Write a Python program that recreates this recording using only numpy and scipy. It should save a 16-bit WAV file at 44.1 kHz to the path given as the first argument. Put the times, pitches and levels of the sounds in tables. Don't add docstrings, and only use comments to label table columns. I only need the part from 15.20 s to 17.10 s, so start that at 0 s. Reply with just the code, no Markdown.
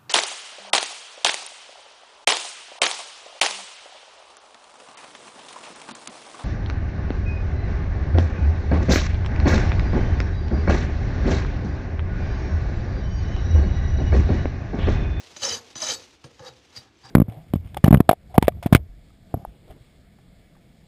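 import sys
import numpy as np
from scipy import signal
from scipy.io import wavfile
from scipy.ndimage import uniform_filter1d

SR = 44100
rng = np.random.default_rng(int(sys.argv[2]) if len(sys.argv) > 2 else 0)


def undo_db(level):
    steps = np.asarray(level, float) / 20
    return 10 ** steps


def bounce(signal):
    frames = np.transpose(np.atleast_2d(signal))
    limited = np.clip(frames, -1, 1)
    pcm = np.round(limited * 32767).astype(np.int16)
    wavfile.write(sys.argv[1], SR, pcm)


N = 83790
TIME_S = np.arange(N) / SR
WANDER = 0.003


def evened(x):
    return x / np.sqrt(np.mean(x ** 2) + 1e-20)


def slow(count):
    once = uniform_filter1d(rng.standard_normal(N), count)
    return evened(uniform_filter1d(once, count))


def grit(per_s, spread_db):
    draw, size, sign = rng.random(N), rng.exponential(1, N), rng.standard_normal(N)
    click = np.clip((per_s / SR - draw) * SR / 200, 0, 1)
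    return evened(click * undo_db(spread_db * np.minimum(size, 4)) * sign)


def read(points, hz):
    f, value = np.transpose(points)
    return np.interp(np.log(hz + 1), np.log(f + 1), value)


def coloured(x, spectrum):
    level_db = read(spectrum, abs(np.fft.fftfreq(4096, 1 / SR)))
    log_gain = np.log(undo_db(np.maximum(level_db, -100)))
    taps = np.fft.ifft(np.exp(np.conj(signal.hilbert(log_gain)))).real[:2048]
    return signal.oaconvolve(x, taps / np.linalg.norm(taps))[:N]


def ring(x, hz, width_hz):
    skirt = 5.9
    turn = np.exp(2j * np.pi * np.cumsum(hz * np.ones(N)) / SR)
    r = np.exp(-np.pi * width_hz / SR)
    wide = np.exp(-np.pi * skirt * width_hz / SR)
    still = x / turn + 1e-18
    damped = signal.lfilter([(1 - r) * (1 - wide)], [1, -r - wide, r * wide], still)
    return 2 * (turn * damped).real


def body(x, modes, contact=None):
    node_depth, node_hz = 0.99, 90.1
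    out = np.zeros(N)
    for k, (hz, width_hz, db) in enumerate(modes):
        shape = 1
        if contact is not None:
            standing = abs(np.cos(np.pi * np.sqrt(hz / node_hz) * contact + k))
            shape = 1 - node_depth + node_depth * np.sqrt(2) * standing
        pitch_hz = hz * (1 + WANDER * slow(count=500))
        out += (-1) ** k * undo_db(db) * ring(x * shape, pitch_hz, width_hz)
    power = sum(np.pi * width_hz / SR * undo_db(2 * db) for _, width_hz, db in modes)
    return out / np.sqrt(power)


# pitch_hz, level_db [dB per Hz]
AIR_SPECTRUM = [(30, -1.5), (80, -1.5), (136, -12.5), (340, -6.5), (600, -17), (1500, -19.5), (3500, -19.5),
                (15500, -57)]


def air():
    level_db = -55.5 - 4.5 + 0.14 * slow(count=2000)
    return undo_db(level_db) * coloured(rng.standard_normal(N), AIR_SPECTRUM)


# start_s, level_db
RUSTLE_LEVEL = [(0, -48), (0.032, -51), (.11, -51.5), (.16, -53), (.42, -54.5), (0.501, -51.5),
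                (.55, -57.5), (.8, -51), (.87, -56.5), (0.944, -55), (0.981, -65), (1.1, -63), (1.15, -60),
                (1.4, -60.5), (1.46, -63), (1.62, -54), (1.68, -73), (1.9, -55.5)]
# pitch_hz, level_db [dB per Hz]
CLOTH_SPECTRUM = [(70, -16), (150, -7), (330, 0.5), (800, -3), (1500, -7.5), (2600, -3), (6050, -5.5),
                  (15500, -36.5)]


def rustle():
    level_db = np.interp(TIME_S, *np.transpose(RUSTLE_LEVEL)) + 1.8 * slow(count=500)
    return coloured(undo_db(level_db) * grit(11100, 1.0), CLOTH_SPECTRUM)


# start_s, gain_db
LIFTS_OFF = [
    (.372, 14.5),
    (0.742, 10),
]


def lift_db():
    rise_s, hold_s = 0.025, 0.12
    gain_db = np.zeros(N)
    for start_s, peak_db in LIFTS_OFF:
        swell = np.exp(-(np.minimum(TIME_S - start_s, 0) / rise_s) ** 2)
        gain_db += peak_db * swell * (TIME_S < start_s + hold_s)
    return gain_db


# start_s, scrape_db [teeth], weight_db [on hoof]
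HARD_PUSHES = [
    [(0.15, -56.5, -54), (0.168, -38.5, -49.5), (0.186, -45.5, -69), (0.208, -40.5, -54.5),
     (0.23, -23, -31.5), (0.248, -27.5, -34), (0.346, -28, -40), (0.377, -39.5, -40.5), (0.405, -56.5, -57)],
    [(0.553, -58, -62), (0.558, -36, -38), (0.59, -39.5, -48), (0.628, -28.5, -31.5), (0.651, -30, -38),
     (0.713, -25.5, -33), (0.748, -33, -43.5), (0.76, -53, -53), (0.82, -53.5, -59.5)],
]
# start_s, scrape_db [teeth], weight_db [on hoof]
LIGHT_FLICKS = [
    [(1.03, -83, -82), (1.04, -51, -64), (1.046, -50, -46), (1.09, -79, -71), (1.108, -77, -61),
     (1.13, -66, -85)],
    [(1.189, -72, -62), (1.196, -50, -45), (1.216, -57.5, -55), (1.24, -52.5, -48), (1.284, -39, -43),
     (1.304, -61, -56.5), (1.34, -71, -69)],
    [(1.51, -68, -60), (1.55, -54.5, -58), (1.563, -40.5, -48), (1.577, -39, -49), (1.592, -52, -58),
     (1.608, -74, -62), (1.66, -64, -60)],
    [(1.82, -76, -84), (1.836, -67, -51), (1.843, -52, -48.5), (1.862, -51, -44.5), (1.88, -76, -56),
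     (1.9, -65, -61)],
]
# pressed_db, free_db, horn_db, contact_start [0-1 of bar]
STROKE_GRIP = [(-5.5, -21, -8.5, 0.17), (-3, -15.5, -7, 0.21), (-3, -6, 0.5, 0.41), (-10.5, -8, -6, 0.47),
               (-23, -4.5, -4, 0.44), (-8, -5, -7, .5)]
# from_hz, to_hz, bend_db
STROKE_BEND = [(594, 458.5, -3), (656, 437, -5.5), (477, 530, 4.5), (521, 420, -6.5), (507, 920, -9.5),
               (800, 600, -11)]


def strokes():
    travel_per_s, glide_s = 2.12, (0.065, 0.2)
    hoof_db, stand_db = -1, -13.5
    chips = grit(4916, 1.5) * undo_db(0.5 * slow(count=120))
    lift = lift_db()
    drive = np.zeros((6, N))
    contact, bend_hz = np.ones(N), np.ones(N)
    curves = HARD_PUSHES + LIGHT_FLICKS
    for i, (curve, grip, bend) in enumerate(zip(curves, STROKE_GRIP, STROKE_BEND)):
        s, scrape_db, weight_db = np.transpose(curve)
        pressed_db, free_db, horn_db, contact_start = grip
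        from_hz, to_hz, bend_db = bend
        since_s = TIME_S - s[0]
        edges = np.minimum(since_s, s[-1] + 0.037 - TIME_S)
        touching = np.clip(edges / 0.015, 0, 1) * chips
        scrape = undo_db(np.interp(TIME_S, s, scrape_db)) * touching
        weight = undo_db(np.interp(TIME_S, s, weight_db)) * touching
        drive[0] += undo_db(pressed_db) * scrape
        drive[1] += undo_db(free_db + lift) * scrape
        drive[2] += undo_db(horn_db) * scrape
        drive[3:] += undo_db([hoof_db, stand_db, bend_db])[:, None] * weight
        late = (since_s >= 0) | (i == 0)
        contact[late] = (contact_start + travel_per_s * since_s)[late]
        bend_hz[late] = np.interp(since_s, glide_s, [from_hz, to_hz])[late]
    return drive, contact, bend_hz


# start_s, tick_db, steel_db, hoof_db, stand_db
TOUCH_DOWNS = [
    (0.1647, -31, 2, -10, -15.5),
    (0.5557, -30.5, 9.5, -7.5, -11),
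    (1.042, -40.5, -10, -0.5, -3.5),
    (1.1937, -45.5, 11.5, 2.5, -4.5),
    (1.563, -49, -21, -37, -3.5),
]


def touches():
    blow = signal.windows.hann(8)[1:-1] / 3
    drive = np.zeros((6, N))
    for start_s, tick_db, steel_db, hoof_db, stand_db in TOUCH_DOWNS:
        part_db = np.array([steel_db + 9, steel_db - 5, 13, hoof_db + 19.5, stand_db + 23.5, hoof_db + 12.5])
        at = round(start_s * SR)
        drive[:, at:at + len(blow)] += blow * undo_db(tick_db + part_db)[:, None]
    return drive


PRESSED_PITCH = [3030, 3520, 3910, 4450, 4800, 5380, 5990, 6150, 6550, 6990, 7750, 8500, 9560, 10390]
# width_hz, level_db
PRESSED_MODES = [(123, 1.5), (100, -1), (74, 5.5), (88, -3.5), (84, 5), (100, 2), (78, 4), (86, 7.5),
                 (100, 7.5), (135, 0.5), (87, -4.5), (196, -8), (90, -8), (69, -11.5)]
FREE_PITCH = [3820, 4410, 4750, 5450, 5980, 6530, 7705, 8980, 10380, 11570, 12015]
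# width_hz, level_db
FREE_MODES = [(40.2, 6.5), (37.5, 8.5), (50.6, 7), (50.7, 3), (55, -21), (32, -45), (42, 0), (45, -1.5),
              (55, -16), (32, -9), (28, -13)]


def steel_bar(pressed_drive, free_drive, contact):
    contact = contact + 0.046 * slow(count=250)
    pressed = body(pressed_drive, np.c_[PRESSED_PITCH, PRESSED_MODES], contact)
    return pressed + body(free_drive, np.c_[FREE_PITCH, FREE_MODES], contact)


# pitch_hz, level_db [dB per Hz]
HORN_SPECTRUM = [(120, -57), (500, -8), (1100, 7), (2500, 6.5), (6500, 9.5), (8000, -15), (12000, -11.5),
                 (15500, -26)]


def torn_horn(drive):
    return coloured(drive, HORN_SPECTRUM)


# pitch_hz, width_hz, level_db
HOOF_MODES = [(530, 31, 3.5), (760, 130, 3), (830, 203, 9), (1225, 296, 3.5), (1464, 163, 0),
              (1679, 102, 7.5)]


def hoof(drive):
    return body(drive, HOOF_MODES)


# pitch_hz, width_hz, level_db
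STAND_MODES = [(125, 57, -6), (232.6, 21, -2.5), (324.4, 28.4, 1)]


def stand_ring(drive):
    return body(drive, STAND_MODES)


def bending(drive, bend_hz):
    width_hz, second_ratio, second_db = 34, 1.543, -13
    first = ring(drive, bend_hz, width_hz)
    second = ring(drive, second_ratio * bend_hz, 2 * width_hz)
    return (first + undo_db(second_db) * second) / np.sqrt(np.pi * width_hz / SR)


def rasp():
    drive, contact, bend_hz = strokes()
    pressed, free, horn, on_hoof, on_stand, bend = drive + touches()
    return (steel_bar(pressed, free, contact) + torn_horn(horn) + hoof(on_hoof)
            + stand_ring(on_stand) + bending(bend, bend_hz))


# start_s, pitch_hz, peak_db, length_s
SNAGS = [(0.228, 4450, -25, 0.0065), (0.231, 3970, -28.5, 0.0059), (0.234, 2993, -25, 0.0046),
         (0.236, 6030, -25.5, 0.0076), (0.237, 5420, -28, 0.0088), (0.244, 4840, -23, 0.01),
         (0.246, 3860, -30, 0.0072), (0.249, 6100, -20, 0.0069), (0.252, 7040, -26, 0.0039),
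         (0.259, 5380, -25, 0.019), (0.287, 4760, -25, 0.0074), (0.291, 5940, -24, 0.0048),
         (0.292, 5380, -26, 0.0075), (0.302, 4880, -27, 0.0055), (0.31, 3090, -31, 0.0086),
         (0.329, 4670, -29, 0.011), (0.335, 5990, -31.5, 0.015), (0.618, 6140, -26, 0.0064),
         (0.622, 5450, -29, 0.005), (0.626, 4860, -26, 0.005), (0.635, 3980, -33, 0.0058),
         (0.64, 6160, -23, 0.0046), (0.648, 5450, -30, 0.005), (0.667, 6050, -27, 0.0071),
         (0.67, 5390, -37, 0.013), (0.676, 3880, -30, 0.0054), (0.684, 6090, -30, 0.007),
         (0.685, 4790, -32, 0.006), (0.686, 3130, -34, 0.014), (0.695, 3960, -29, 0.0036),
         (0.697, 4930, -44, 0.0069), (0.698, 6460, -48, 0.0072), (0.707, 3100, -25, 0.0038),
         (0.704, 4520, -26, 0.0038), (0.705, 3890, -23.5, 0.0044), (0.706, 6200, -31, 0.004),
         (0.724, 6360, -40, 0.0067),
         (0.167, 6000, -35.5, 0.004), (1.277, 4790, -46, 0.0085), (0.362, 11600, -61, 0.036),
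               (0.37, 6630, -42, 0.015), (0.551, 6040, -36, 0.035), (0.736, 7720, -35, 0.012),
               (.742, 4460, -40, 0.021), (0.744, 11900, -58, 0.027), (1.043, 534, -45.5, 0.018),
               (1.196, 527, -42, 0.021), (1.196, 852, -45.5, 0.01), (1.216, 493, -43, 0.027),
               (1.268, 800, -41.5, .012), (1.258, 3840, -44, 0.031), (1.038, 8980, -60, 0.025),
               (0.231, 7750, -39, .01), (0.243, 9560, -39, 0.0047), (1.563, 4830, -35, .006),
               (1.565, 6570, -49, .013), (1.57, 5340, -50, .008), (1.571, 4740, -33, 0.0097),
               (1.601, 4690, -47, 0.012), (1.771, 6100, -62, .006), (1.788, 7470, -66, 0.0087),
               (1.834, 4780, -52.5, 0.022), (1.852, 5510, -56, .017), (1.872, 4780, -54, 0.015),
               (1.864, 4780, -46.5, .01), (1.89, 4740, -52, .014)]


def catches():
    swell, flutter = 0.4, 0.3
    out = np.zeros(N + SR)
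    chance = np.r_[slow(count=60), np.zeros(SR)]
    for start_s, hz, peak_db, length_s in SNAGS:
        at = round(start_s * SR)
        u = np.arange(round(4 * length_s * SR)) / (swell * length_s * SR)
        waver = chance[at:at + len(u)]
        tone = np.sin(2 * np.pi * hz * np.cumsum(1 + WANDER * waver) / SR)
        out[at:at + len(u)] += undo_db(peak_db) * (1 + flutter * waver) * u * np.exp(1 - u) * tone
    return out[:N]


# start_s, peak_db, pitch_hz, rise_s, t60_s
STAND_THUMPS = [(0.21, -41, 100, .02, 0.067), (0.303, -40, 95.9, 0.0099, 0.4),
                (0.555, -46, 115, 0.0068, 0.06), (0.682, -45.5, 100, 0.015, 0.25),
                (0.73, -52, 104, 0.0057, 0.087), (1.043, -34.5, 129, 0.004, 0.052),
                (1.195, -39.5, 114, 0.013, 0.05), (1.291, -50, 125, 0.0074, 0.17),
                (1.559, -43.5, 110.4, 0.031, 0.05), (1.836, -47.5, 121.4, 0.0096, 0.22)]


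def stand_thumps():
    out = np.zeros(N)
    for start_s, peak_db, hz, rise_s, t60_s in STAND_THUMPS:
        u = np.maximum(TIME_S - start_s, 0)
        rise = np.sin(np.pi / 2 * np.minimum(u / rise_s, 1)) ** 2
        decay = undo_db(peak_db - 60 * np.maximum(u - rise_s, 0) / t60_s)
        out += decay * rise * np.sin(2 * np.pi * hz * u)
    return out


# pitch_hz, t60_s
STABLE_DECAY = [(100, 0.57), (500, 0.45), (2000, 0.096), (6000, 0.17), (12000, 0.078)]


def stable(x):
    taps = np.zeros(SR // 2)
    at = np.arange(200, SR // 2 - 20, 20)
    taps[at + rng.integers(0, 20, len(at))] = rng.choice([-1., 1.], len(at))
    hz, t, z = signal.stft(taps, SR, nperseg=256)
    t60_s = np.maximum(read(STABLE_DECAY, hz), 0.05)
    tail = signal.istft(z * undo_db(-60 * t / t60_s[:, None]), SR, nperseg=256)[1]
    return signal.fftconvolve(x, tail / np.linalg.norm(tail))[:N]


def scene():
    tool = rasp() + catches() + stand_thumps()
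    room_db = -16
    return (air() + rustle() + tool + undo_db(room_db) * stable(tool))[None]


def low_pass(x):
    return signal.sosfilt(signal.butter(12, 15690, fs=SR, output="sos"), x)


def record(dry):
    bass_cut = signal.butter(6, 55, "high", fs=SR, output="sos")
    band_edge = signal.firwin(301, 15700, window=("kaiser", 9), fs=SR)
    mix = signal.oaconvolve(signal.sosfilt(bass_cut, dry), band_edge[None], "same")
    return low_pass(mix)


dry = scene()
out = record(dry)
bounce(out)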